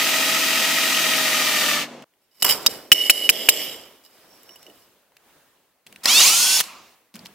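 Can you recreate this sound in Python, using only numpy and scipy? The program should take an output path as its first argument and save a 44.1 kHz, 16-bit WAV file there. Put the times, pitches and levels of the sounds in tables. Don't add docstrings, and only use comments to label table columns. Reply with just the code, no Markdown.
import sys
import numpy as np
from scipy import signal
from scipy.fft import rfft, irfft, next_fast_len
from scipy.io import wavfile
from scipy.ndimage import uniform_filter1d

SR = 44100
rng = np.random.default_rng(int(sys.argv[2]) if len(sys.argv) > 2 else 0)


def waveform_to_disk(signal):
    frames = np.transpose(np.atleast_2d(signal))
    scaled = np.clip(frames, -1, 1) * 32767
    samples = np.round(scaled).astype(np.int16)
    wavfile.write(sys.argv[1], SR, samples)


def attenuation_scalar(level_db):
    decades = np.asarray(level_db, float) / 20
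    return 10 ** decades


N = 323694
TIME = np.arange(N) / SR

# pitch in Hz, width in Hz while rubbed, level in dB, change when gripped in dB.
PLATE = [(2050, 47, -26, 0.5), (2945, 74, 19.5, -1), (3810, 78, -7.5, -4), (4200, 90, -19.5, 1.5),
         (4960, 130, -10, 1.5), (5450, 110, -5.5, -4), (7460, 90, -17, 3), (7620, 150, -13, 5),
         (6990, 60, -19.5, 4), (10050, 150, -22.5, 6), (10886, 80, -9, -6), (11930, 110, -12, -3),
         (12000, 120, -14.5, -3.5), (14300, 230, -12, 0.5)]
RUB_RISE = 8100
WHINE_RISE = 920


def evened(x):
    return x / np.sqrt(np.mean(x ** 2) + 1e-20)


def read(points, hz):
    f, value = np.transpose(points)
    return np.interp(np.log(hz + 1), np.log(f + 1), value)


def curve(rows, order):
    rows = np.array(rows)
    return np.interp(TIME, rows[:, 0], rows[:, order])


def level(rows, order):
    inside = (TIME >= rows[0][0]) & (TIME <= rows[-1][0])
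    return attenuation_scalar(curve(rows, order=order)) * uniform_filter1d(inside * 1., size=100)


def swells(rows, rise):
    start, hold, db, fall = np.array(rows, float).T[:4, :, None]
    rise = np.reshape(rise, (-1, 1))
    early = np.maximum(start - TIME, 0)
    late = np.maximum(TIME - start - hold, 0)
    return attenuation_scalar(np.max(db - rise * early - abs(fall) * late, axis=0))


def during(spans):
    return sum((TIME > s) & (TIME < s + length) for s, length in spans) * 1.


def add(mix, s, sound):
    part = mix[round(s * SR):][:len(sound)]
    part += sound[:len(part)]


def resonate(x, hz, width):
    turn = np.exp(2j * np.pi * np.cumsum(hz * np.ones(len(x))) / SR)
    r = np.exp(-np.pi * width / SR)
    return 2 * (turn * signal.lfilter([1 - r], [1, -r], x / turn + 1e-18)).real


def noise(colour, patchy_db, lo_hz, hi_hz, apart):
    # pitch in Hz, likeness of left and right from 0 to 1.
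    likeness = [(60, 0.32), (180, 0.95), (550, 0.88), (1650, 0.84), (4970, 0.39), (15000, 0.17)]
    frames, hz = N // 256 + 5, np.fft.rfftfreq(1024, 1 / SR)
    a, b, c, d, patches = rng.standard_normal((frames, 513, 5)).T
    patches = evened(uniform_filter1d(uniform_filter1d(patches, size=10, axis=0), size=5, axis=1))
    same = np.clip(1 - apart * (1 - read(likeness, hz)), -1, 1)[:, None]
    left = a + 1j * b
    right = same * left + np.sqrt(1 - same ** 2) * (c + 1j * d)
    shape = attenuation_scalar(read(colour, hz))
    z = np.array([left, right]) * shape[:, None] * attenuation_scalar(patchy_db * patches)
    share = np.sum(shape[(hz > lo_hz) & (hz < hi_hz)] ** 2) / np.sum(shape ** 2)
    return evened(signal.istft(z, nperseg=1024, noverlap=768)[1][:, :N]) / np.sqrt(share)


def whine(hz, orders, dbs, waver_hz, flutter_db, pace=150, shell=((1, 0), (2, 0))):
    out, knots = np.zeros(N), np.arange(1500) / max(pace, 5)
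    for k, db in zip(orders, dbs):
        waver, flutter = (np.interp(TIME, knots, v) for v in rng.standard_normal((2, 1500)))
        gain = attenuation_scalar(db + flutter_db * flutter + read(shell, k * hz)) * np.sqrt(2)
        out += gain * np.cos(2 * np.pi * np.cumsum(k * hz + waver_hz * waver) / SR)
    return out


def spread(x, wide_db):
    # pitch in Hz, side against middle in dB.
    side_colour = [(60, -10), (180, -20.5), (550, -12.5), (1650, -20.5), (3300, -8), (5500, -2.5),
                   (15000, -3)]
    hz = np.fft.rfftfreq(1024, 1 / SR)
    taps = rng.standard_normal(1024) * np.exp(-np.arange(1024) / 400.0)
    side = irfft(rfft(taps / np.linalg.norm(taps)) * attenuation_scalar(read(side_colour, hz) + wide_db))[:600]
    return x + np.array([[1], [-1]]) * signal.oaconvolve(x, side)[:N]


def panned(x, left_db):
    return x * attenuation_scalar([[left_db / 2], [-left_db / 2]])


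def dulled(x, from_s, above_hz, fall_db_per_s):
    low = signal.lfilter(*signal.butter(2, above_hz, fs=SR), x)
    return low + (x - low) * attenuation_scalar(-fall_db_per_s * np.maximum(TIME - from_s, 0))


def boring():
    # time in seconds, turns of the spindle gear in Hz.
    speed = [(0, 53.9), (.1, 53.75), (.7, 53.78), (.9, 53.55), (1.1, 53.1), (1.3, 52.4), (1.5, 51.7),
             (1.7, 50.6), (2.04, 47)]
    # time in seconds, cutting hiss in dB.
    push = [(0, -21), (1.74, -21), (1.83, -26), (1.87, -44), (2.05, -55)]
    gear_orders = [12, 16, 23.198, 24, 35.23, 36, 40, 42, 45, 47.2, 50.35, 54.7, 59.3, 64, 67, 72, 80, 90,
                   98.2, 103]
    gear_dbs = [-39, -52, -39, -37.5, -36, -39, -45, -46.5, -36, -38.5, -51, -49, -39.5, -58.5, -54, -36,
                -41.5, -37, -52.5, -50]
    shaft_dbs = [-48, -49, -43, -48]
    # pitch in Hz, level in dB per Hz.
    cut_colour = [(530, -20.5), (900, -6.5), (1150, -10.5), (1260, -0.5), (1620, -6), (1900, 2.5),
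                  (2270, -2), (2730, 3), (4050, -3.5), (5890, -3.5), (10100, -10.5), (15100, -8),
                  (16000, -33)]
    housing_colour = [(35, -78.5), (60, -57), (233, 10), (442, 3.5), (574, 8.5), (699, 6.5), (823, 4.5),
                      (3000, -18), (3900, -26), (6600, -120)]
    stop_s, chuck_ratio = 2.045, .2673

    hz = curve(speed, order=1)
    turns = np.cumsum(hz) / SR
    throb = 1 + .1 * np.cos(2 * np.pi * 3 * turns) + .08 * np.cos(2 * np.pi * 4 * turns)
    hiss = noise(cut_colour, 0.27, 1500, 13000, apart=0.86) * throb
    hiss = signal.lfilter(*signal.butter(1, 150, "high", fs=SR), hiss)
    gears = whine(hz, gear_orders, gear_dbs, waver_hz=1.2, flutter_db=1.2, pace=40)
    cut = hiss + attenuation_scalar(21.0) * spread(gears, wide_db=3.0)
    wobble = .4 * np.cos(2 * np.pi * (chuck_ratio * turns - .18))
    cut = cut + wobble * np.array([resonate(v, 1270, 120) + resonate(v, 1950, 270) for v in cut])
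    chatter = .3 * np.cos(2 * np.pi * 3 * chuck_ratio * turns)
    cut = cut + chatter * np.array([resonate(v, 2750, 830) for v in cut])

    shaft = whine(hz, range(3, 7), shaft_dbs, waver_hz=.8, flutter_db=2., pace=20)
    housing = attenuation_scalar(-7.0) * noise(housing_colour, 0.66, 120, 1100, apart=0.53) + attenuation_scalar(28) * shaft
    effort_db = curve(push, order=1)
    housing_db = -28.5 + 0.29 * (effort_db - push[0][1])
    both = attenuation_scalar(effort_db) * dulled(cut, 1.7, 8560, 37) + attenuation_scalar(housing_db) * housing
    return both * np.clip((stop_s - TIME) / 0.0039, 0, 1)


def knocks():
    # time in seconds, peak in dB, middle modes in dB, upper modes in dB.
    knock_list = [(2.425, -23.5, -1.5, -9.5), (2.4228, -10.5, 2, -6.5), (2.4265, -13.5, 1, 5.5),
                  (2.445, -15, 0.5, 2), (2.448, -14, 0, 4), (2.4648, -11.5, -8, -9.5),
                  (2.481, -16, -9.5, -13), (2.4936, -17, 0, -1), (2.497, -11, -2, -4),
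                  (2.5083, -15, -6.5, -4.5), (2.523, -17.5, -7.5, -1.5), (2.536, -24, -9.5, -7),
                  (2.6625, -10.5, 12.5, -4), (2.6664, -14.5, 12.5, -0.5), (2.9175, 11, -15.5, -16.5),
                  (2.924, -3.5, -2, -2.5), (2.9272, -9.5, 0, 2), (2.933, -17, -12.5, -11),
                  (3.0971, 8.5, -19.5, -16), (3.1, -4, -2.5, 1), (3.1041, -10, -4, -2),
                  (3.107, -16.5, 4.5, 3), (3.291, 7, -14, -26), (3.2969, -2, -6, -3.5),
                  (3.2998, -12.5, 2, 0), (3.4875, 5, -6.5, -16), (3.4904, -4.5, 1, 4.5),
                  (3.4953, -16, -2, 4), (4.05, -53, 9, 6.5), (4.062, -53, 8.5, -1), (4.4326, -50, -14, 4),
                  (4.4594, -59, 3.5, 0.5), (4.492, -35.5, -8, -13), (4.559, -36.5, -10, -5),
                  (4.629, -45.5, 5, 0), (4.6655, -35.5, -8, -16), (4.699, -41, -11.5, -10),
                  (4.8223, -51, -4, -8)]
    # start in seconds, length in seconds.
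    pinches = [(2.64, .1), (2.932, .1), (3.107, .1), (3.292, .6)]
    contact_s, ring_contact_s = 0.0024, .0004
    contact = np.zeros((5, N))
    t = np.arange(2000) / SR
    for (s, peak_db, mid_db, top_db), shake in zip(knock_list, rng.standard_normal((len(knock_list), 2000))):
        push = np.exp(-t / contact_s) * shake
        push[0] = np.clip(-5 - .45 * peak_db, 1, 8)
        push /= np.linalg.norm(push)
        thud_db = -21 - .5 * peak_db
        for row, db in enumerate((0, mid_db, top_db, thud_db)):
            add(contact[row], s, attenuation_scalar(peak_db + db) * push)
        blow = t * np.exp(-t / ring_contact_s) * np.sin(2 * np.pi * PLATE[1][0] * t)
        add(contact[4], s, attenuation_scalar(peak_db - 16.0) * blow / np.linalg.norm(blow))

    out = np.zeros(N)
    pinched = uniform_filter1d(during(pinches), size=400)
    for hz, _, db, _ in PLATE:
        group = int(hz > 3500) + int(hz > 6800)
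        free = 12 + .012 * hz
        struck = resonate(contact[group or 4], hz, free * (1 + min(group, 1)))
        if not group:
            short = resonate(contact[4], hz, 2.5 * free) / 2.5
            struck += pinched * (short - struck)
        out += attenuation_scalar(.5 * db + 29.5) * struck

    s, peak_db = np.transpose(knock_list)[:2]
    whole, middle, upper, thud, _ = contact * attenuation_scalar(.3 * np.maximum(np.interp(TIME, s, peak_db), -22))
    out += attenuation_scalar(22.0) * resonate(resonate(whole, 2700, 1300), 2450, 1300)
    out += attenuation_scalar(15.0) * resonate(middle, 4800, 1500)
    out += attenuation_scalar(-11.5) * resonate(upper, 11000, 8000)
    return out + attenuation_scalar(12.0) * resonate(resonate(thud, 780, 1200), 780, 1200)


def rubbing():
    # start in seconds, hold in seconds, main ring in dB, upper modes in dB, fall in dB per second.
    strokes = [(2.216, .02, -91, -75, 148.5), (2.312, .03, -77, -69, 98), (2.346, .045, -67, -60.5, 98),
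               (2.4, 0.017, -57.5, -44.5, 687.5), (2.445, 0.0068, -26, -24, 500),
               (2.46, 0.0063, -28, -22, 405.5), (2.475, 0.011, -27.5, -23.5, 300),
               (2.49, 0.018, -19.5, -16.5, 324), (2.546, 0.061, -52, -41, 83.5),
               (2.693, 0.0089, -45, -36.5, 124.5), (2.946, 0.13, -23.5, -31.5, 296),
               (3.112, 0.15, -27, -32.5, 302), (3.319, 0.14, -29, -34, 196), (3.501, 0.13, -26.5, -31, 101),
               (4.037, 0.017, -59, -56.5, 246), (4.099, 0.52, -77, -62.5, 79.5),
               (4.648, .05, -78, -63, 103), (4.74, 0.08, -75.5, -62.5, 121.5)]
    # start in seconds, length in seconds.
    grips = [(2.428, 0.26), (3.298, 0.76)]
    # pitch in Hz, width in Hz, level in dB.
    grit_bands = [(1184, 1100, -9.5), (2420, 1300, 0.5), (4582, 1800, 3), (8300, 1700, 0.5),
                  (9600, 2200, -4), (11600, 2600, -5.5), (14400, 1700, -5.5)]
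    # start in seconds, hold in seconds, level in dB, fall in dB per second.
    squeaks = [(4.31, 0.038, -61.5, 197), (4.495, 0.052, -56, 698.5), (4.612, 0.02, -62, 701),
               (1.7, 0.0607, -67.5, 298)]
    scrapes = [(2.446, .012, -26, 300), (2.47, .02, -31.5, 294), (2.497, .03, -33.5, 200),
               (2.53, .008, -33, 148)]
    burrs_per_s = 3000
    slide, slide_db, slide_pace = .012, 3, 14

    grain_db = 5.5 * np.minimum(rng.exponential(1, N), 4)
    grit = attenuation_scalar(grain_db) * rng.standard_normal(N)
    ring, knots = np.zeros((2, N)), np.arange(200) / slide_pace
    grip = uniform_filter1d(during(grips) * .9, size=1500)
    for (hz, width, db, gripped_db), slides in zip(PLATE, rng.standard_normal((len(PLATE), 2, 200))):
        high = int(hz > 3500)
        free = 12 + .012 * hz
        width = max(width, 2 * free) if high else free
        shift, mute = (high * np.interp(TIME, knots, v) for v in slides)
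        hz = hz * (1 + slide * shift)
        rung = resonate(resonate(grit, hz, width), hz, 6 * width)
        ring[high] += attenuation_scalar(db + gripped_db * grip + slide_db * mute) * rung

    damped = evened(resonate(resonate(grit, 2990, 300), 3500, 1600))
    main = (1 - grip) * evened(ring[0]) + 0.66 * grip * damped
    main += 0.16 * evened(resonate(resonate(grit[::-1], 2110, 450), 2110, 600))
    direct = sum(attenuation_scalar(db) * resonate(resonate(grit, f, w), f, w) for f, w, db in grit_bands)
    upper = evened(ring[1]) + evened(direct)
    main_gain = swells([row[:3] + row[4:] for row in strokes], RUB_RISE)
    upper_gain = swells([(a, b, db, fall) for a, b, _, db, fall in strokes], RUB_RISE)
    rub = main_gain * evened(main) + attenuation_scalar(-0.5) * upper_gain * evened(upper)

    rub = rub + swells(squeaks, 500) * evened(resonate(resonate(grit, 5540, 170), 5540, 400))
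    burrs = np.tanh(grit / 4) * (rng.random(N) < burrs_per_s / SR)
    catch = resonate(resonate(burrs, 950, 1100), 950, 1500) + .1 * resonate(burrs, 5000, 3000)
    rub = rub + swells(scrapes, RUB_RISE) * evened(catch)
    return signal.sosfilt(signal.ellip(8, .5, 60, 14900, fs=SR, output="sos"), rub)


def plates():
    # start in seconds, hold in seconds, level in dB, fall in dB per second.
    presses = [(2.43, 0.063, -43, 300), (2.5, 0.21, -41, 68), (2.93, 0.6, -41, 57), (3.3, 0.31, -38.5, 68),
               (4.1, 0.27, -66, 42), (4.495, 0.013, -57.5, 303.5), (4.39, .015, -60, 300),
               (4.675, 0.024, -51, 198.5), (4.75, .1, -75.5, 42)]
    # pitch in Hz, level in dB per Hz.
    bench_colour = [(24, -70.5), (40, -54), (246, -3.5), (390, 0.5), (629, 0), (762, -7), (1440, -37),
                    (1800, -13), (2340, -40.5), (3960, -120)]
    steel = knocks() + rubbing()
    near = spread(steel, wide_db=1.5)
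    near = near + np.array([[-.1], [.1]]) * resonate(steel, 3400, 900)
    return near + swells(presses, 660) * noise(bench_colour, 0.3, 250, 800, apart=0.89)


def countersink():
    # time in seconds, commutator pulses in Hz. Then its multiples in dB.
    start_speed = [(6.07, 640), (6.1, 760), (6.12, 797), (6.14, 843), (6.16, 872), (6.18, 915), (6.2, 943),
                   (6.25, 1020)]
    start_dbs = [-16, -8, -1.5, 0.5, 0, 0.5, -3, -2, -5]
    # time in seconds, gear mesh in Hz. Then its multiples and their dB.
    mesh_speed = [(6.19, 760), (6.228, 2000), (6.25, 2300), (6.3, 2840), (6.35, 3080), (6.42, 3266),
                  (6.5, 3392), (6.57, 3455), (6.6, 3250)]
    mesh_orders = [.266, .446, .8, 1, 1.32, 1.57, 1.603, 1.785, 2, 2.2, 2.672, 3.1, 3.198]
    mesh_dbs = [-10, 5, -1.5, 2, 0, 2, 5, -3, 2, -3, 5.5, 4, 1]
    # pitch in Hz, level in dB.
    shell = [(400, -3), (1200, -3), (1520, -6), (2300, 1.5), (2750, 3), (3400, 3), (4000, 0.), (4500, 4),
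             (5000, 0.), (5400, 3), (6500, 3), (7600, -1), (9000, 0.), (11500, -1)]
    sweep_shell = [(2000, -16), (2500, -2), (3200, 3), (3800, -4), (4450, 3), (4800, -3), (5200, 1),
                   (5600, -3) , (6050, 4), (6500, 3), (7200, -8)]
    # start in seconds, hold in seconds, level in dB, fall in dB per second.
    start_swell = [(6.085, 0.13, -27, 507)]
    mesh_swell = [(6.2, .37, -36, 696)]
    sweep_swell = [(6.197, 0.081, -21.5, 492), (6.3, 0.268, -42.5, 700)]
    chopper_swell = [(6.06, 0.057, -27, 55.3)]
    roar_swell = [(6.058, 0.21, -31.5, 59), (6.3, 0.31, -37, 897.5), (6.62, 0.077, -47.5, 93)]
    coast_swell = [(6.68, 0.058, -53, 124)]
    # the same four, then pitch in Hz.
    rests = [(5.865, 0.12, -51.5, 293.5, 193), (7.144, 0.016, -34, 80.5, 182)]
    # time in seconds, hiss in dB.
    effort = [(6.034, -38.5), (6.058, -30.5), (6.085, -20), (6.194, -15), (6.28, -13), (6.316, -17.5),
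              (6.608, -19), (6.62, -35), (6.95, -61)]
    # pitch in Hz, level in dB per Hz.
    hiss_colour = [(710, -48), (1200, -15), (1610, -20), (2590, 1.5), (3830, 2), (4410, 3.5), (7100, 4),
                   (8350, -0.5), (10400, 0), (15200, -6.5), (16000, -15.5)]
    roar_colour = [(24, -42), (40, -41), (210, -7.5), (331, -11.5), (405, -12.5), (1070, -2), (1630, -8.5),
                   (2200, -2), (2860, -7), (4840, -120)]
    brake_s, chopper_hz = 6.6, 5390

    pulses = whine(curve(start_speed, order=1), range(1, 10), start_dbs,
                   waver_hz=7.7, flutter_db=4., pace=100, shell=shell)
    tones = swells(start_swell, WHINE_RISE) * pulses
    mesh_hz = curve(mesh_speed, order=1)
    mesh = whine(mesh_hz, mesh_orders, mesh_dbs, waver_hz=6.5, flutter_db=2., pace=60, shell=shell)
    tones += swells(mesh_swell, WHINE_RISE) * mesh
    sweep = whine(mesh_hz, [1, 2, 3], [-3, -3, 1], waver_hz=14., flutter_db=2.5, pace=90, shell=sweep_shell)
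    tones += swells(sweep_swell, WHINE_RISE) * sweep
    powered = (TIME > effort[0][0]) * (TIME < brake_s)
    chopper = whine(chopper_hz, [1], [0], waver_hz=2.4, flutter_db=0.0)
    tones += swells(chopper_swell, WHINE_RISE) * powered * chopper
    for row in rests:
        hum = resonate(rng.standard_normal(N), row[4], 56)
        tones += attenuation_scalar(-9.5) * swells([row], 5 * WHINE_RISE) * evened(resonate(hum, row[4], 160))

    hiss = level(effort, order=1) * noise(hiss_colour, 1.4, 2000, 12000, apart=0.54)
    hiss = dulled(hiss, 6.62, 5800, 66)
    roar = noise(roar_colour, 1.5, 300, 1500, apart=.95)
    coast = evened(resonate(resonate(roar[0], 1010, 328), 1300, 485))
    coast = coast + .9 * evened(resonate(np.diff(roar[1], prepend=0), 3100, 2000))
    tones += swells(coast_swell, 295.7) * coast
    return spread(tones, wide_db=-7.0) + hiss + swells(roar_swell, WHINE_RISE) * roar


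def clicks():
    # time in seconds, peak in dB, centre in Hz, bright spray in dB.
    click_list = [(2.0221, -34.5, 2104, -22), (2.1368, -55, 2130, -18), (5.119, -48, 900, -21),
                  (5.167, -39, 2590, -24), (5.8653, -33.5, 2940, -16.5), (5.87, -35, 3300, -5),
                  (5.9248, -33, 2840, -2), (5.9593, -28, 2750, -15), (6.0368, -19, 4580, -6.5),
                  (6.0443, -20, 2600, 4), (6.0562, -8, 2390, -15), (6.0555, -0.5, 4530, -15.5),
                  (6.179, -9, 4600, -23), (6.204, -2.5, 6700, -19), (6.5932, -9, 4220, -0.5),
                  (6.602, -4, 3510, 7), (6.6075, -4, 2540, 0), (6.629, -29.5, 4500, -9),
                  (6.6379, -21, 4230, -20), (7.14, -35, 2890, -10.5), (7.1455, -34.5, 5000, -12.5),
                  (7.1542, -29, 2520, 2), (7.156, -31.5, 2590, -1), (7.1628, -31, 2700, -15),
                  (7.1908, -29, 4500, -20), (7.252, -35.5, 5000, -7.5), (7.2571, -26, 2740, -25.5),
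                  (7.266, -32, 4900, -13.5)]
    out, t = np.zeros(N), np.arange(1500) / SR
    for (s, peak_db, hz, spray_db), shake in zip(click_list, rng.standard_normal((len(click_list), 1500))):
        burst = shake * np.exp(-t / 0.002) * np.minimum(t / 0.0019, 1)
        burst = 5.4 * resonate(burst, hz, 810) + attenuation_scalar(spray_db + 4.0) * resonate(burst, 8000, 7000)
        add(out, s, attenuation_scalar(peak_db - 1.5) * burst / abs(burst).max())
    return spread(out, wide_db=-2.5)


def workshop_air():
    # start in seconds, hold in seconds, level in dB, fall in dB per second, rise in dB per second.
    lifts = [(2.561, .17, -49.5, 97, 141), (3.298, 0.44, -56, 46, 41), (4.16, 0.58, -66, 28.5, 65),
             (5.285, 0.083, -68.5, 26.5, 52), (5.867, .16, -66.5, 51, 2000.5),
             (6.192, 0.038, -55.5, 49.5, 113), (6.751, 0.027, -61.5, 48.5, 54),
             (7.149, 0.11, -61.5, 49, 2000.5)]
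    # pitch in Hz, level in dB per Hz.
    air_colour = [(18, -43), (30, -24), (245, -5.5), (554, -4), (1910, -10.5), (3200, -12), (15200, -27),
                  (16300, -18)]
    rumble = attenuation_scalar(-10.5) * evened(np.array([resonate(v, 70, 90) for v in rng.standard_normal((2, N))]))
    lift = np.maximum(swells(lifts, [row[4] for row in lifts]), attenuation_scalar(-80.5))
    bright = attenuation_scalar(5) * np.minimum(lift, attenuation_scalar(-67.5)) * np.diff(rng.standard_normal((2, N + 1)))
    return bright + lift * (noise(air_colour, 1.5, 1200, 1700, apart=1.3) + rumble)


def scene():
    near = panned(boring(), .3) + panned(plates(), -2.7)
    near = near + panned(countersink(), -1.6) + panned(clicks(), -.4)
    near = signal.lfilter(*signal.butter(2, 130, "high", fs=SR), near)
    return near + panned(workshop_air(), -0.68)


def top_cut(x):
    return signal.sosfilt(signal.butter(12, 16570, fs=SR, output="sos"), x)


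def record(dry):
    # pitch in Hz, left minus right in dB.
    lean = [(60, -3), (240, 0), (950, 0), (3770, 0), (15000, 2)]
    size = next_fast_len(N)
    dry = dry + attenuation_scalar(-80.0) * np.diff(rng.standard_normal((2, N + 1)))
    lean_db = read(lean, np.fft.rfftfreq(size, 1 / SR))
    x = irfft(rfft(dry, size) * attenuation_scalar(np.array([[.5], [-.5]]) * lean_db), size)[:, :N]
    x = signal.sosfilt(signal.ellip(8, .3, 60, 15950, fs=SR, output="sos"), x)
    x = np.clip(x + .02 * x ** 2, -1, 1)
    x = signal.lfilter(*signal.butter(5, 16800, fs=SR), x)
    return top_cut(x)


dry = scene()
out = record(dry)
waveform_to_disk(out)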